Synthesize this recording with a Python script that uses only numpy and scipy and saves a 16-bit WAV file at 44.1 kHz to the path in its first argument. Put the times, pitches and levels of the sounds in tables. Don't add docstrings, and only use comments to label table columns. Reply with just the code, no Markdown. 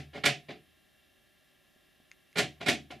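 import sys
import numpy as np
from scipy import signal
from scipy.fft import rfft, irfft, next_fast_len
from scipy.io import wavfile

SR = 44100
rng = np.random.default_rng(int(sys.argv[2]) if len(sys.argv) > 2 else 0)


def digitize_waveform(pressure):
    field = np.atleast_2d(pressure).T
    bounded = np.clip(field, -1, 1)
    quanta = np.round(bounded * 32767).astype(np.int16)
    wavfile.write(sys.argv[1], SR, quanta)


N = 132300

# [t/s, rise/s, hold/s, level/dB, bass re level/dB, treble re level/dB, left minus right/dB]
STROKES = [(-.06, 0.0076, .03, -41, 8.5, -2, 1.5), (0.123, 0.017, 0.04, -47, 13.5, -12, -1),
           (0.234, .003, .007, -28, 3.5, -10, -6.5), (0.247, .008, 0.022, -32, 6.5, 3.5, 3),
           (0.482, 0.004, 0.029, -46.5, 10.5, -19, -1), (2.3526, .003, 0.02, -38.5, 11.5, -7.5, -4.5),
           (2.373, 0.0011, 0.012, -32.5, 6.5, 5.5, -7), (2.379, 0.0022, 0.024, -32, 9.5, 2, 1.5),
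           (2.6, 0.0076, 0.027, -42, 11.5, -12, -1.5), (2.654, 0.0064, 0.02, -32, 7.5, -4.5, -6),
           (2.68, 0.0024, 0.006, -22, 9.5, 1.5, 1), (2.702, 0.0019, 0.033, -54, 22.5, 12, 4),
           (2.901, 0.0035, 0.019, -47.5, 12.5, -23, -0.5)]
# [t/s, crack level/dB, treble re crack/dB, level of thud into the panel/dB, contact/s]
KNOCKS = [(-.04, -18, 1, -23.5, 0.0031), (.15, -33.5, 2, -39, 0.0014), (.2405, -5, -8, -37, 0.00036),
          (.2545, 0, 5, -54, 0.001), (.2592, -4, 4, -59, 0.00065), (.2609, 4, -0.5, -30.5, 0.00062),
          (.268, 1, -27, -38, 0.00085), (0.274, -4.5, -17, -47, 0.00069), (.289, -6.5, -20, -32, 0.0059),
          (.492, -45, 4, -39, 0.0016), (2.36, -22.5, 5, -41, 0.00088), (2.3725, -10, 3, -37, .0008),
          (2.3838, 0, 2, -32, .0008), (2.393, -3.5, -21, -35, 0.00075), (2.405, -17, -10, -36.5, 0.0014),
          (2.431, -39, -13, -48, 0.0029), (2.613, -25, -3, -46, 0.00078), (2.664, -13, 0.5, -39, 0.00084),
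          (2.685, -10, -3, -37, 0.0017), (2.691, -0.5, -6, -37, 0.0012), (2.698, -8, 6.5, -37, .002),
          (2.73, -32, -3, -35.5, 0.0021), (2.9105, -24.5, 3, -46, 0.002)]
PAN_SHARE = [
    [0.24],
    [1.08],
    [0.74],
]
# [f/Hz, relative level/dB, t60/s]
PANEL_MODES = [(77, -19.5, 1.6), (135.7, -11.5, 0.38), (148.1, -13, 0.45), (236.9, -10.5, 0.22),
               (285.8, -4.5, 0.16), (349.7, -13, 0.19), (414.5, 0.5, 0.12), (574.3, -2, .2),
               (686, -16, 0.33), (711.5, -5.5, 0.32), (738, -6.5, 0.28), (816, -5.5, 0.12),
               (1418, 12.5, 0.053), (2000, -2, 0.18)]
# [f/Hz, relative level/dB, t60/s]
LATCH_MODES = [(1698, -3, 0.028), (2330, -0.5, 0.025), (2700, -6.5, .03), (4020, -4, .02),
               (6500, -11.5, 0.008)]
# [f/Hz, relative level per Hz/dB]
DENSE_SPECTRUM = [(40, -26), (75, -22), (123, -3.5), (287, -5.5), (427, -5.5), (496, -20), (548, -12),
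                  (760, -2.5), (900, -18.5), (1300, -10.5), (1420, -8.5), (1540, -9), (1700, -3.5),
                  (2380, 0), (4000, -6), (7000, -15), (11000, -23.5), (13500, -31), (14500, -60)]
# [f/Hz, t60/s]
DENSE_T60 = [(60, 0.23), (160, 0.38), (420, 0.27), (1100, 0.17), (2900, 0.23), (7700, .2), (14000, .12)]
# [f/Hz, side minus mid/dB]
DENSE_SIDE = [(60, 1), (150, -12), (400, -11.5), (1300, -9), (4400, -19), (8100, -6.5), (14000, -11)]
# [f/Hz, relative level per Hz/dB]
HUSH_SPECTRUM = [(25, -13), (45, 0), (75, -1), (110, -3), (200, -2.5), (380, -5), (490, -14), (580, -3),
                 (780, -13.5), (920, -19), (1100, -12), (1400, -17), (1540, -14), (1700, -2.5), (2150, -11),
                 (2520, -12.5), (2770, 0.5), (2950, -10.5), (3250, -1.5), (3400, -17), (3600, -6),
                 (4300, -15), (5000, -17.5), (8000, -20.5), (8950, -23.5), (9250, -16.5), (11800, -16),
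                 (14500, -21.5), (15000, -30)]
# [f/Hz, side minus mid/dB]
HUSH_SIDE = [(60, -8), (110, -3.5), (200, 0.5), (380, 3.5), (700, -2), (1290, -10), (2380, -12),
             (4400, -15.5), (8120, -6.5), (15000, -17)]
# [f/Hz, rms level/dB]
TONES = [(376.8, -85), (624.5, -87.5), (748.3, -86), (812.9, -90), (936.7, -109.5), (1061, -92),
         (1184, -93), (1249, -97.5), (1373, -87), (1626, -82.5), (1723, -83.5), (1809, -86.5), (1933, -87),
         (1997, -90), (2121, -91), (2180, -91), (2309, -84.5), (2557, -93), (2778, -88.5), (3090, -98),
         (3176, -90), (3225, -95), (3526, -85), (3774, -94.5), (3898, -98), (4199, -93.5), (4500, -103.5),
         (4802, -93.5), (5098, -94.5), (5238, -103), (5399, -92.5), (5615, -93.5), (6002, -99),
         (6298, -101.5)]
# [t/s, level/dB]
THUMPS = [(1.762, -57.5), (2.001, -53.5)]
# [t/s, level/dB]
TICKS = [(2.1153, -36.5), (2.329, -50.5)]
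# [f/Hz, relative level/dB, t60/s]
KEY_MODES = [(2120, 1, 0.0081), (2670, -8.5, 0.0092), (3670, -11, 0.0055), (4910, -10.5, .007),
             (6540, -7, 0.006), (9100, -20, .006), (892, -48, 0.01)]

DOORS = 3
LEAD = 8192
RATTLE_HZ, RATTLE_SPREAD_DB = 2604, 12.5
STOP_S = .003
KNOCK_PAN_DB = -3.5
BASS_HZ, TREBLE_HZ = 895, 4800
RADIATES_HZ = 112
DIRECT_DB, CRACK_T60_S = -3.5, .02
LATCH_DB, PANEL_DB = -10, -15
YARD_DB, YARD_T60_S, YARD_HZ = -38.5, 0.99, 2500
HUSH_DB, WAVER_DB, WAVER_HZ = -68.5, 0.53, 6.9
THUMP_HZ, THUMP_T60_S = 236, 0.029
TICK_RISE_S = 0.00033
TICK_ECHO_DB, TICK_ECHO_S, TICK_ECHO_T60_S = -11, 0.0046, 0.061
TOP_HZ = 15600


def undb(db):
    return 10 ** (np.asarray(db) / 20)


def curve(table, hz):
    table = np.array(table, float)
    return np.interp(np.log(np.maximum(hz, 1)), np.log(table[:, 0]), table[:, 1])


def fade(t, t60):
    return np.exp(-np.log(1000) * np.maximum(t, 0) / t60)


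def unit(x):
    return x / np.sqrt(np.sum(x ** 2))


def ring(modes, size):
    t = np.arange(size) / SR
    out = 0
    for k, (hz, db, t60) in enumerate(modes):
        out = out + (-1) ** k * undb(db) * np.sin(2 * np.pi * hz * t) * fade(t, t60)
    return out


def dense_ring(size, tilt=((1, 0), (2, 0))):
    t, hz = np.arange(size) / SR, np.fft.rfftfreq(size, 1 / SR)
    shape = undb(curve(DENSE_SPECTRUM, hz))
    shape = shape / np.sqrt(np.mean(shape ** 2)) * undb(curve(tilt, hz))
    noise = rfft(rng.standard_normal(size)) * shape
    out = 0
    for centre in 40 * 2 ** np.arange(0, 9, .5):
        band = np.clip(1 - 2 * np.abs(np.log2(np.maximum(hz, 1) / centre)), 0, 1)
        t60 = curve(DENSE_T60, centre)
        level = np.sqrt(2 * np.log(1000) / t60 / SR)
        out = out + irfft(noise * band, size) * fade(t, t60) * level
    return out


def door():
    size = 2 ** 15
    t = np.arange(size) / SR
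    mid = dense_ring(size)
    side = dense_ring(size, DENSE_SIDE)
    crack = unit(dense_ring(size) * fade(t, CRACK_T60_S))
    latch = unit(ring(LATCH_MODES, size))
    panel = unit(ring(PANEL_MODES, size))
    yard_band = signal.butter(1, [YARD_HZ / 3, YARD_HZ], "band", fs=SR)
    yard = signal.lfilter(*yard_band, rng.standard_normal((2, size)))
    yard = unit(yard * fade(t, YARD_T60_S))
    body = mid + undb(DIRECT_DB) * crack + undb(LATCH_DB) * latch + undb(PANEL_DB) * panel
    return body + side * np.array([[1], [-1]]) + undb(YARD_DB) * yard


def rattle_strokes(t):
    chance = rng.random((3, DOORS, 1, len(t)))
    hits = (chance[0] < RATTLE_HZ / DOORS / SR) * np.sign(chance[1] - .5)
    hits = hits * undb(RATTLE_SPREAD_DB * (2 * chance[2] - 1))
    hits = hits / hits.std() / np.sqrt(DOORS)
    motion = np.zeros((3, 2, len(t)))
    for s, rise, hold, db, bass_db, treble_db, pan_db in STROKES:
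        swell = np.clip((t - s) / rise, 0, 1) ** 2
        stop = np.exp(-np.maximum(t - s - rise - hold, 0) / STOP_S)
        band_db = db + np.array([[bass_db], [0], [treble_db]])
        side_db = np.array(PAN_SHARE) * [pan_db / 2, -pan_db / 2]
        motion += undb(band_db + side_db)[..., None] * swell * stop
    return motion[:, None] * hits


def add_knocks(push, t):
    thud = np.zeros(len(t))
    sides = undb(np.array(PAN_SHARE) * [KNOCK_PAN_DB / 2, -KNOCK_PAN_DB / 2])
    for k, (s, db, treble_db, thud_db, contact) in enumerate(KNOCKS):
        band_db = db + np.array([[0], [0], [treble_db]])
        push[:, k % DOORS, :, LEAD + int(s * SR)] += undb(band_db) * sides
        bump = np.cos(np.pi * np.clip((t - s) / contact - .5, -.5, .5)) ** 2
        thud += undb(thud_db) * bump / bump.sum()
    return thud


def locks():
    t = (np.arange(N + LEAD) - LEAD) / SR
    push = rattle_strokes(t)
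    thud = add_knocks(push, t)
    size = next_fast_len(len(t) + 2 ** 16)
    hz = np.fft.rfftfreq(size, 1 / SR)
    low = 1 / (1 + (hz / BASS_HZ) ** 4)
    high = 1 - 1 / (1 + (hz / TREBLE_HZ) ** 4)
    radiation = signal.freqs([1, 0, 0], [1, np.sqrt(2) * RADIATES_HZ, RADIATES_HZ ** 2], hz)[1]
    bass, middle, treble = rfft(push, size)
    blows = low * bass + (1 - low - high) * middle + high * treble
    heard = sum(blow * rfft(door(), size) for blow in blows)
    heard = heard + rfft(thud, size) * rfft(ring(PANEL_MODES, 2 ** 16), size)
    return irfft(heard * radiation, size)[:, LEAD:LEAD + N]


def hush():
    hz, t = np.fft.rfftfreq(N, 1 / SR), np.arange(N) / SR
    mid, side = rfft(rng.standard_normal((2, N))) * undb(curve(HUSH_SPECTRUM, hz))
    side = side * undb(curve(HUSH_SIDE, hz))
    scale = undb(HUSH_DB) / irfft(mid, N).std()
    out = 0
    for lo in 2. ** np.arange(4, 14):
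        band = (hz >= lo) & (hz < 2 * lo)
        walk = np.interp(t * WAVER_HZ, np.arange(64), rng.standard_normal(64))
        m, s = irfft(mid * band, N), irfft(side * band, N)
        out = out + undb(WAVER_DB * walk * (lo < 5000)) * np.array([m + s, m - s])
    return scale * out


def electrical_tones():
    t = np.arange(N) / SR
    out = np.zeros(N)
    for (f, db), turn in zip(TONES, rng.random(64)):
        out += undb(db) * np.sqrt(2) * np.sin(2 * np.pi * (f * t + turn))
    return out


def place(rows, shape):
    out = np.zeros(N + len(shape))
    for s, db in rows:
        start = int(s * SR)
        out[start:start + len(shape)] += undb(db) * shape
    return out[:N]


def hand_thumps():
    return place(THUMPS, ring([(THUMP_HZ, 0, THUMP_T60_S), (3.1 * THUMP_HZ, -8, .02)], 4096))


def key_ticks():
    t = np.arange(4096) / SR
    tick = ring(KEY_MODES, 4096) * np.clip(t / TICK_RISE_S, 0, 1)
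    echo = unit(rng.standard_normal(4096) * (t > TICK_ECHO_S) * fade(t, TICK_ECHO_T60_S))
    tick = tick + undb(TICK_ECHO_DB) * signal.fftconvolve(tick, echo)[:4096]
    return place(TICKS, tick)


def scene():
    return locks() + hush() + electrical_tones() + hand_thumps() + key_ticks()


def record(dry):
    return signal.sosfilt(signal.ellip(10, .2, 60, TOP_HZ, fs=SR, output="sos"), dry)


dry = scene()
out = record(dry)
digitize_waveform(out)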